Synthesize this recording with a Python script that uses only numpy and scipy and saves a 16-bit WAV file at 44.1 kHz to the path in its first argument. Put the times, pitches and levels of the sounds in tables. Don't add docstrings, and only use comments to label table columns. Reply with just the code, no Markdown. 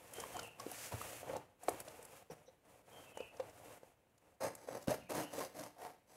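import sys
import numpy as np
from scipy import signal
from scipy.fft import rfft, irfft, next_fast_len
from scipy.io import wavfile
from scipy.ndimage import map_coordinates

SR = 44100
rng = np.random.default_rng(int(sys.argv[2]) if len(sys.argv) > 2 else 0)


def digitize_waveform(pressure):
    field = np.atleast_2d(pressure).T
    bounded = np.clip(field, -1, 1)
    quanta = np.round(bounded * 32767).astype(np.int16)
    wavfile.write(sys.argv[1], SR, quanta)


N = 271656
TIME = np.arange(N) / SR

# frequency in Hz, bandwidth in Hz, gain in dB.
BOX = [(115.5, 24, -7.5), (174, 42, -10), (279, 83, -12), (303, 21.4, -6.5), (368, 28, -7.5),
       (469.5, 42, -1.5), (540.4, 61, 1.5), (625, 15, -3), (715, 34, 0.5), (724, 30, -21), (883, 13, 2),
       (1040, 68, -22), (1270, 22, -18), (1460, 110, -19), (1600, 55, -15), (1836, 55, -16),
       (2000, 70, -24), (2640, 68, -21)]
# frequency in Hz, relative level in dB.
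RUSTLE = [(25, -14), (60, -0.5), (100, 3), (200, -4.5), (350, -4), (520, 3.5), (750, 1.5), (1100, -4),
          (1600, -13), (2600, -14.5), (4000, -27), (9000, -41)]
SLIDE = [(300, -39), (1200, 3.5), (2600, 4.5), (3700, -3), (5000, -3), (6500, 1), (8000, 1.5), (11000, 1),
         (14000, -3.5), (16000, -9)]
# start in seconds, length in seconds,
# crest as a share of the length, panel rustle in dB, sliding hiss in dB.
RUBS = [(0, 0.16, 0.97, -60, -61.5), (0.154, 0.19, 0.12, -53.5, -55.5), (0.321, 0.16, 0.18, -52, -58.5),
        (0.513, .095, 0.73, -66.5, -72), (0.587, 0.15, 0.046, -55.5, -62),
        (0.707, 0.197, 0.76, -57.5, -51.5), (0.916, 0.042, 0.24, -48, -52),
        (0.972, 0.25, 0.28, -54.5, -51.5), (1.249, 0.13, 0.36, -47.5, -60.5), (1.385, 0.07, 0.11, -62, -74),
        (1.626, 0.069, 1, -60.5, -62), (1.679, 0.14, .12, -51, -58), (1.852, 0.21, 0.074, -58.5, -62.5),
        (2.077, 0.15, 0.62, -61, -62.5), (2.308, 0.026, .15, -52, -60.5), (2.35, 0.2, 0.12, -69.5, -78),
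        (2.657, 0.16, .4, -64.5, -71.5), (2.895, 0.23, 0.39, -58, -64.5), (3.155, 0.13, .2, -58, -67),
        (3.351, 0.16, 0.91, -55.5, -68), (3.569, 0.21, 0.76, -57.5, -62.5),
        (3.826, 0.097, .6, -68.5, -73.5), (4.224, 0.13, 0.28, -70, -79.5)]
# start in seconds, length in seconds,
# crest as a share of the length, level in dB.
SCRAPES = [(.75, .135, .8, -56)]

def handling():
    held_rustle_db, held_hiss_db = -79.5, -87
    rustle_gain = np.hypot(amp(held_rustle_db), rubbing([(*move, db) for *move, db, _ in RUBS]))
    hiss_gain = np.hypot(amp(held_hiss_db), rubbing([(*move, db) for *move, _, db in RUBS]))
    catches = grains(rate=1400, spread_db=3.2, smooth=.7) * amp(1.4 * wobble(70))
    panels = unit(coloured(catches, RUSTLE) + .5 * unit(ring(catches, BOX)))
    slips = grains(rate=3000, spread_db=2, smooth=.9) * amp(1.3 * wobble(60))
    underside = coloured(slips, SLIDE)
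    edge = unit(ring(grains(rate=2500, spread_db=1, smooth=.93), [(6100, 2900, 0)]))
    return rustle_gain * panels + hiss_gain * underside + rubbing(SCRAPES) * edge


# frequency in Hz, relative level in dB.
FIBRES = [(300, -9), (1200, -18), (2000, 3.5), (3000, -1.5), (4300, -1), (5500, 0), (8000, -1.5),
          (11000, 1), (14000, -3.5), (16000, -11)]
# frequency in Hz, bandwidth in Hz, gain in dB.
BLADE = [(4100, 150, -3), (4880, 200, 1), (5430, 130, -5), (6200, 360, 4), (8100, 95, 8), (10600, 570, -4)]
# start in seconds,
# length in seconds, crest as a share of the length, attack in seconds, wall level in dB, rasp level
# in dB, wall resonance in Hz, bass mode gain in dB, blade ring relative to the fibres in dB.
STROKES = [(4.41, 0.075, 0.41, 0.011, -38.5, -49.5, 530, 5, 0),
           (4.584, 0.12, 0.42, .02, -58, -66, 586, 4, -2),
           (4.676, 0.11, 0.73, 0.0081, -46, -58, 524, 7.5, -4),
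           (4.804, .05, 0.45, .02, -61.5, -63.5, 543, 13, -20),
           (4.874, 0.069, 0.45, .005, -38.5, -48, 544, -5, -10),
           (5.099, 0.14, 0.64, .014, -40.5, -48.5, 610, 9, -14),
           (5.338, .12, 0.53, 0.056, -43.5, -49.5, 553, 4, -10),
           (5.548, 0.13, 0.38, 0.016, -49.5, -56.5, 596, 10.5, -12),
           (5.798, .11, 0.41, 0.052, -50, -60, 686, -1, -23),
           (6.105, .09, 0.73, .06, -62.5, -66, 640, 4, -9)]

def cutter():
    out = np.zeros(N)
    fibres = grains(rate=2000, spread_db=3.6, smooth=.45) * amp(1.7 * wobble(180))
    for start, length, crest, attack, wall_db, rasp_db, wall_hz, bass_db, blade_db in STROKES:
        effort = push(length, crest, attack, swell_db=5, drop_db=7, fade_db_per_s=158)
        snaps = np.roll(fibres, -round(start * SR))[:len(effort)]
        modes = [(hz, width, db + bass_db * (hz < 450) + 4 * np.exp(-((hz - wall_hz) / 90) ** 2))
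                 for hz, width, db in BOX]
        wall = ring(snaps, modes + [(wall_hz, 170, -2)])
        wall = unit(filtered(wall, lambda hz: 1 / (1 + (hz / 2600) ** 4) / (1 + (70 / (hz + 1)) ** 4)))
        tuning = 1 + .049 * rng.standard_normal()
        steel = unit(ring(snaps, [(hz * tuning, width, db) for hz, width, db in BLADE]))
        rasp = unit(coloured(snaps, FIBRES) + amp(blade_db) * steel)
        add(out, start - attack, effort * (amp(wall_db) * wall + amp(rasp_db) * rasp))
    return out


# start in seconds, level in dB, frequency in Hz, rise time in seconds.
KNOCKS = [(.181, -41, 423, 0.004), (.237, -36, 1035, 0.0016), (.341, -47.5, 728, 0.01),
          (0.366, -42.5, 1030, 0.0029), (0.389, -42.5, 1383, 0.0032), (0.595, -45, 1113, 0.0053),
          (.664, -39, 356, .002), (.716, -45, 724, .0029), (.919, -45, 985.5, 0.0049),
          (.935, -38, 102, 0.0078), (1.014, -40, 1220, 0.0017), (1.13, -44.5, 590, 0.0017),
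          (1.23, -43, 636, 0.0016), (1.293, -40.5, 527, 0.0046), (1.329, -45, 560, 0.0063),
          (1.35, -43, 534, 0.004), (1.357, -41, 870, 0.0044), (1.365, -40, 480, 0.0017),
          (1.632, -49, 734, .0027), (1.6829, -25, 715, 0.0018), (1.683, -34.5, 1024, 0.0022),
          (1.685, -32.5, 404, 0.0027), (1.876, -45, 617, 0.0047), (1.989, -51, 485, 0.0038),
          (2.299, -47.5, 460, 0.0037), (2.306, -52.5, 160, 0.012), (2.477, -58.5, 520, 0.0069),
          (3.1726, -39, 550, 0.0016), (3.173, -43, 855, 0.0016), (3.203, -38, 495, 0.0029),
          (3.396, -37.5, 516, 0.0056), (3.3969, -44, 990, 0.0021), (3.832, -46.5, 490, 0.0014),
          (4.44, -37.5, 598, 0.0085), (4.686, -38.5, 503, 0.0022), (4.8802, -21, 224, 0.0021),
          (4.885, -46, 123, 0.016), (4.913, -33, 618, 0.0053), (5.168, -46, 214, 0.0027),
          (5.181, -34.5, 330, 0.0013), (5.38, -38.5, 516, 0.0035), (5.408, -41, 1060, 0.0064),
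          (5.767, -60, 750, .002)]

def knocks():
    out, t = np.zeros(N), np.arange(SR // 8) / SR
    for start, db, hz, rise in KNOCKS:
        envelope = (t / rise * np.exp(1 - t / rise)) ** 2
        crunch = unit(ring(rng.standard_normal(len(t)), [(hz, .69 * hz, 0)]))
        add(out, start, amp(db) * envelope * (np.sin(2 * np.pi * hz * t) + .32 * crunch))
    return out + amp(-2) * ring(out, BOX)


# start in seconds, level in dB, spectral peak in Hz.
TICKS = [(0.1361, -40.5, 10400), (0.2014, -37, 7360), (0.367, -43.5, 6460), (0.393, -38, 5300),
         (0.431, -46.5, 8400), (.474, -53, 11000), (0.5985, -43, 5700), (.715, -40, 10900),
         (1.016, -44, 12000), (1.366, -45.5, 6960), (1.635, -47, 9400), (1.6896, -32, 9300),
         (1.8022, -35.5, 9400), (1.882, -46, 5000), (2.027, -48.5, 9000), (2.051, -45.5, 9400),
         (3.173, -48, 7200), (3.369, -56, 6050), (3.3977, -62, 5240), (3.497, -55.5, 7100),
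         (4.179, -61.5, 7000), (4.5512, -41.5, 8900), (4.8254, -51, 5930), (5.595, -45.5, 5860),
         (5.637, -46, 6800)]

def ticks():
    out, t = np.zeros(N), np.arange(SR // 25) / SR
    for start, db, hz in TICKS:
        gap = rng.uniform(.001, .0025)
        first = amp(-60 * t / .0046)
        second = .63 * (t > gap) * amp(-60 * np.abs(t - gap) / .02)
        fizz = ring(rng.standard_normal(len(t)), [(hz, .43 * hz, 0), (1500, 1500, -8)])
        fizz = unit(filtered(fizz, lambda f: 1 / (1 + (f / 14500) ** 8)))
        add(out, start, amp(db) * (first + second) * fizz)
    return out


# start in seconds, length in seconds, frequency in Hz, level in dB.
SQUEAKS = [(0.599, 0.0034, 5580, -46.5), (2.299, 0.032, 5580, -62), (2.457, 0.042, 5830, -70.5),
           (2.467, 0.036, 3860, -72)]

def squeaks():
    notes = [(start, length, hz, hz, db) for start, length, hz, db in SQUEAKS]
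    return whistles(notes, waver=.047, rate=1100)


# frequency in Hz, reverberation time in seconds.
YARD = [(100, 0.39), (3000, 0.41)]
# start in seconds, length in seconds, first and last pitch in Hz, level in dB.
CHIRPS = [(.133, .08, 3180, 3106, -60), (.336, 0.077, 3100, 2936, -59), (.422, 0.053, 2837, 2555, -55.5),
          (2.909, 0.095, 3190, 3144, -66), (3.047, 0.1, 2696, 2545, -67.5), (3.13, 0.12, 3057, 2754, -62.5),
          (3.188, 0.054, 2510, 2650, -56.5), (4.999, 0.036, 2980, 2430, -67),
          (5.06, 0.043, 2240, 2710, -67), (5.2, .039, 3200, 2600, -59), (5.245, 0.044, 2570, 3086, -62)]

def bird():
    notes = whistles(CHIRPS, waver=.023, rate=450)
    return notes + amp(2.3) * echo(notes, YARD)


# frequency in Hz, reverberation time in seconds.
ROOM = [(100, 0.85), (500, 0.16), (3000, 0.59), (8000, 0.18), (15000, 0.3)]
# frequency in Hz, relative level in dB.
QUIET = [(20, 2), (60, -1), (110, -1.5), (220, -5), (550, -9.5), (1000, -19), (2500, -19), (5000, -31),
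         (15000, -30)]

def room(direct):
    ambient = amp(-76) * coloured(rng.standard_normal(N), QUIET)
    return direct + amp(-12) * echo(direct, ROOM) + ambient


def push(length, crest, attack, swell_db, drop_db, fade_db_per_s):
    let_go_s, trail_s = .012, .3
    t = np.arange(round((attack + length + trail_s) * SR)) / SR - attack
    hold_db = np.interp(t, [0, np.clip(crest, .02, .98) * length, length], [-swell_db, 0, -swell_db])
    after = np.maximum(t - length, 0)
    release_db = -drop_db * np.minimum(after / let_go_s, 1) - fade_db_per_s * after
    return np.clip(1 + t / attack, 0, 1) ** 2 * amp(hold_db + release_db)


def rubbing(rows):
    power = np.zeros(N)
    for start, length, crest, db in rows:
        attack = max(min(.99 * crest * length, start), 1 / SR)
        effort = push(length, crest, attack, swell_db=4.5, drop_db=9.5, fade_db_per_s=106.5)
        add(power, start - attack, (amp(db) * effort) ** 2)
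    return np.sqrt(power)


def grains(rate, spread_db, smooth):
    impulses = (rng.random(N) < rate / SR) * rng.choice([-1, 1], N)
    sizes = amp(spread_db * np.clip(rng.standard_normal(N), -2, 2))
    return unit(unit(impulses * sizes) + smooth * rng.standard_normal(N))


def whistles(rows, waver, rate):
    out, drift = np.zeros(N), 1 + waver * wobble(rate)
    for start, length, start_hz, end_hz, db in rows:
        progress = np.linspace(0, 1, max(round(length * SR), 2))
        pitch = (start_hz + (end_hz - start_hz) * progress) * drift[round(start * SR):][:len(progress)]
        envelope = np.sqrt(np.abs(np.sin(np.pi * progress)))
        add(out, start, amp(db) * envelope * np.sin(2 * np.pi * np.cumsum(pitch) / SR))
    return out


def ring(x, modes):
    return sum(amp(db) * signal.lfilter(*signal.iirpeak(hz, hz / width, SR), x)
               for hz, width, db in modes)


def echo(x, decay):
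    hz, t, spectra = signal.stft(rng.standard_normal(SR // 2), SR, nperseg=256)
    tail = signal.istft(spectra * amp(-60 * t / along(decay, hz)[:, None]), SR, nperseg=256)[1]
    tail = np.pad(tail, (round(.005 * SR), 0))
    return signal.fftconvolve(x, tail / np.linalg.norm(tail))[:N]


def coloured(x, spectrum):
    return unit(filtered(x, lambda hz: amp(along(spectrum, hz))))


def filtered(x, response):
    size = next_fast_len(len(x) + 8192)
    return irfft(rfft(x, size) * response(np.fft.rfftfreq(size, 1 / SR)), size)[:len(x)]


def wobble(rate):
    knots = rng.standard_normal(int(N * rate / SR) + 4)
    return map_coordinates(knots, [TIME * rate], order=2)


def along(points, hz):
    frequencies, values = np.transpose(points)
    return np.interp(np.log(hz + 1), np.log(frequencies + 1), values)


def amp(db):
    return 10 ** (np.asarray(db) / 20)


def unit(x):
    return x / np.sqrt(np.mean(x ** 2) + 1e-20)


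def add(track, start, sound):
    part = track[max(round(start * SR), 0):][:len(sound)]
    part += sound[:len(part)]


def scene():
    parcel = handling() + cutter() + knocks() + ticks() + squeaks()
    return (room(parcel) + bird())[None]


def record(dry):
    bass_hz, top_hz = 55, 15750
    thinned = signal.sosfilt(signal.butter(2, bass_hz, "highpass", fs=SR, output="sos"), dry)
    return np.array([filtered(channel, lambda hz: hz < top_hz) for channel in thinned])


dry = scene()
out = record(dry)
digitize_waveform(out)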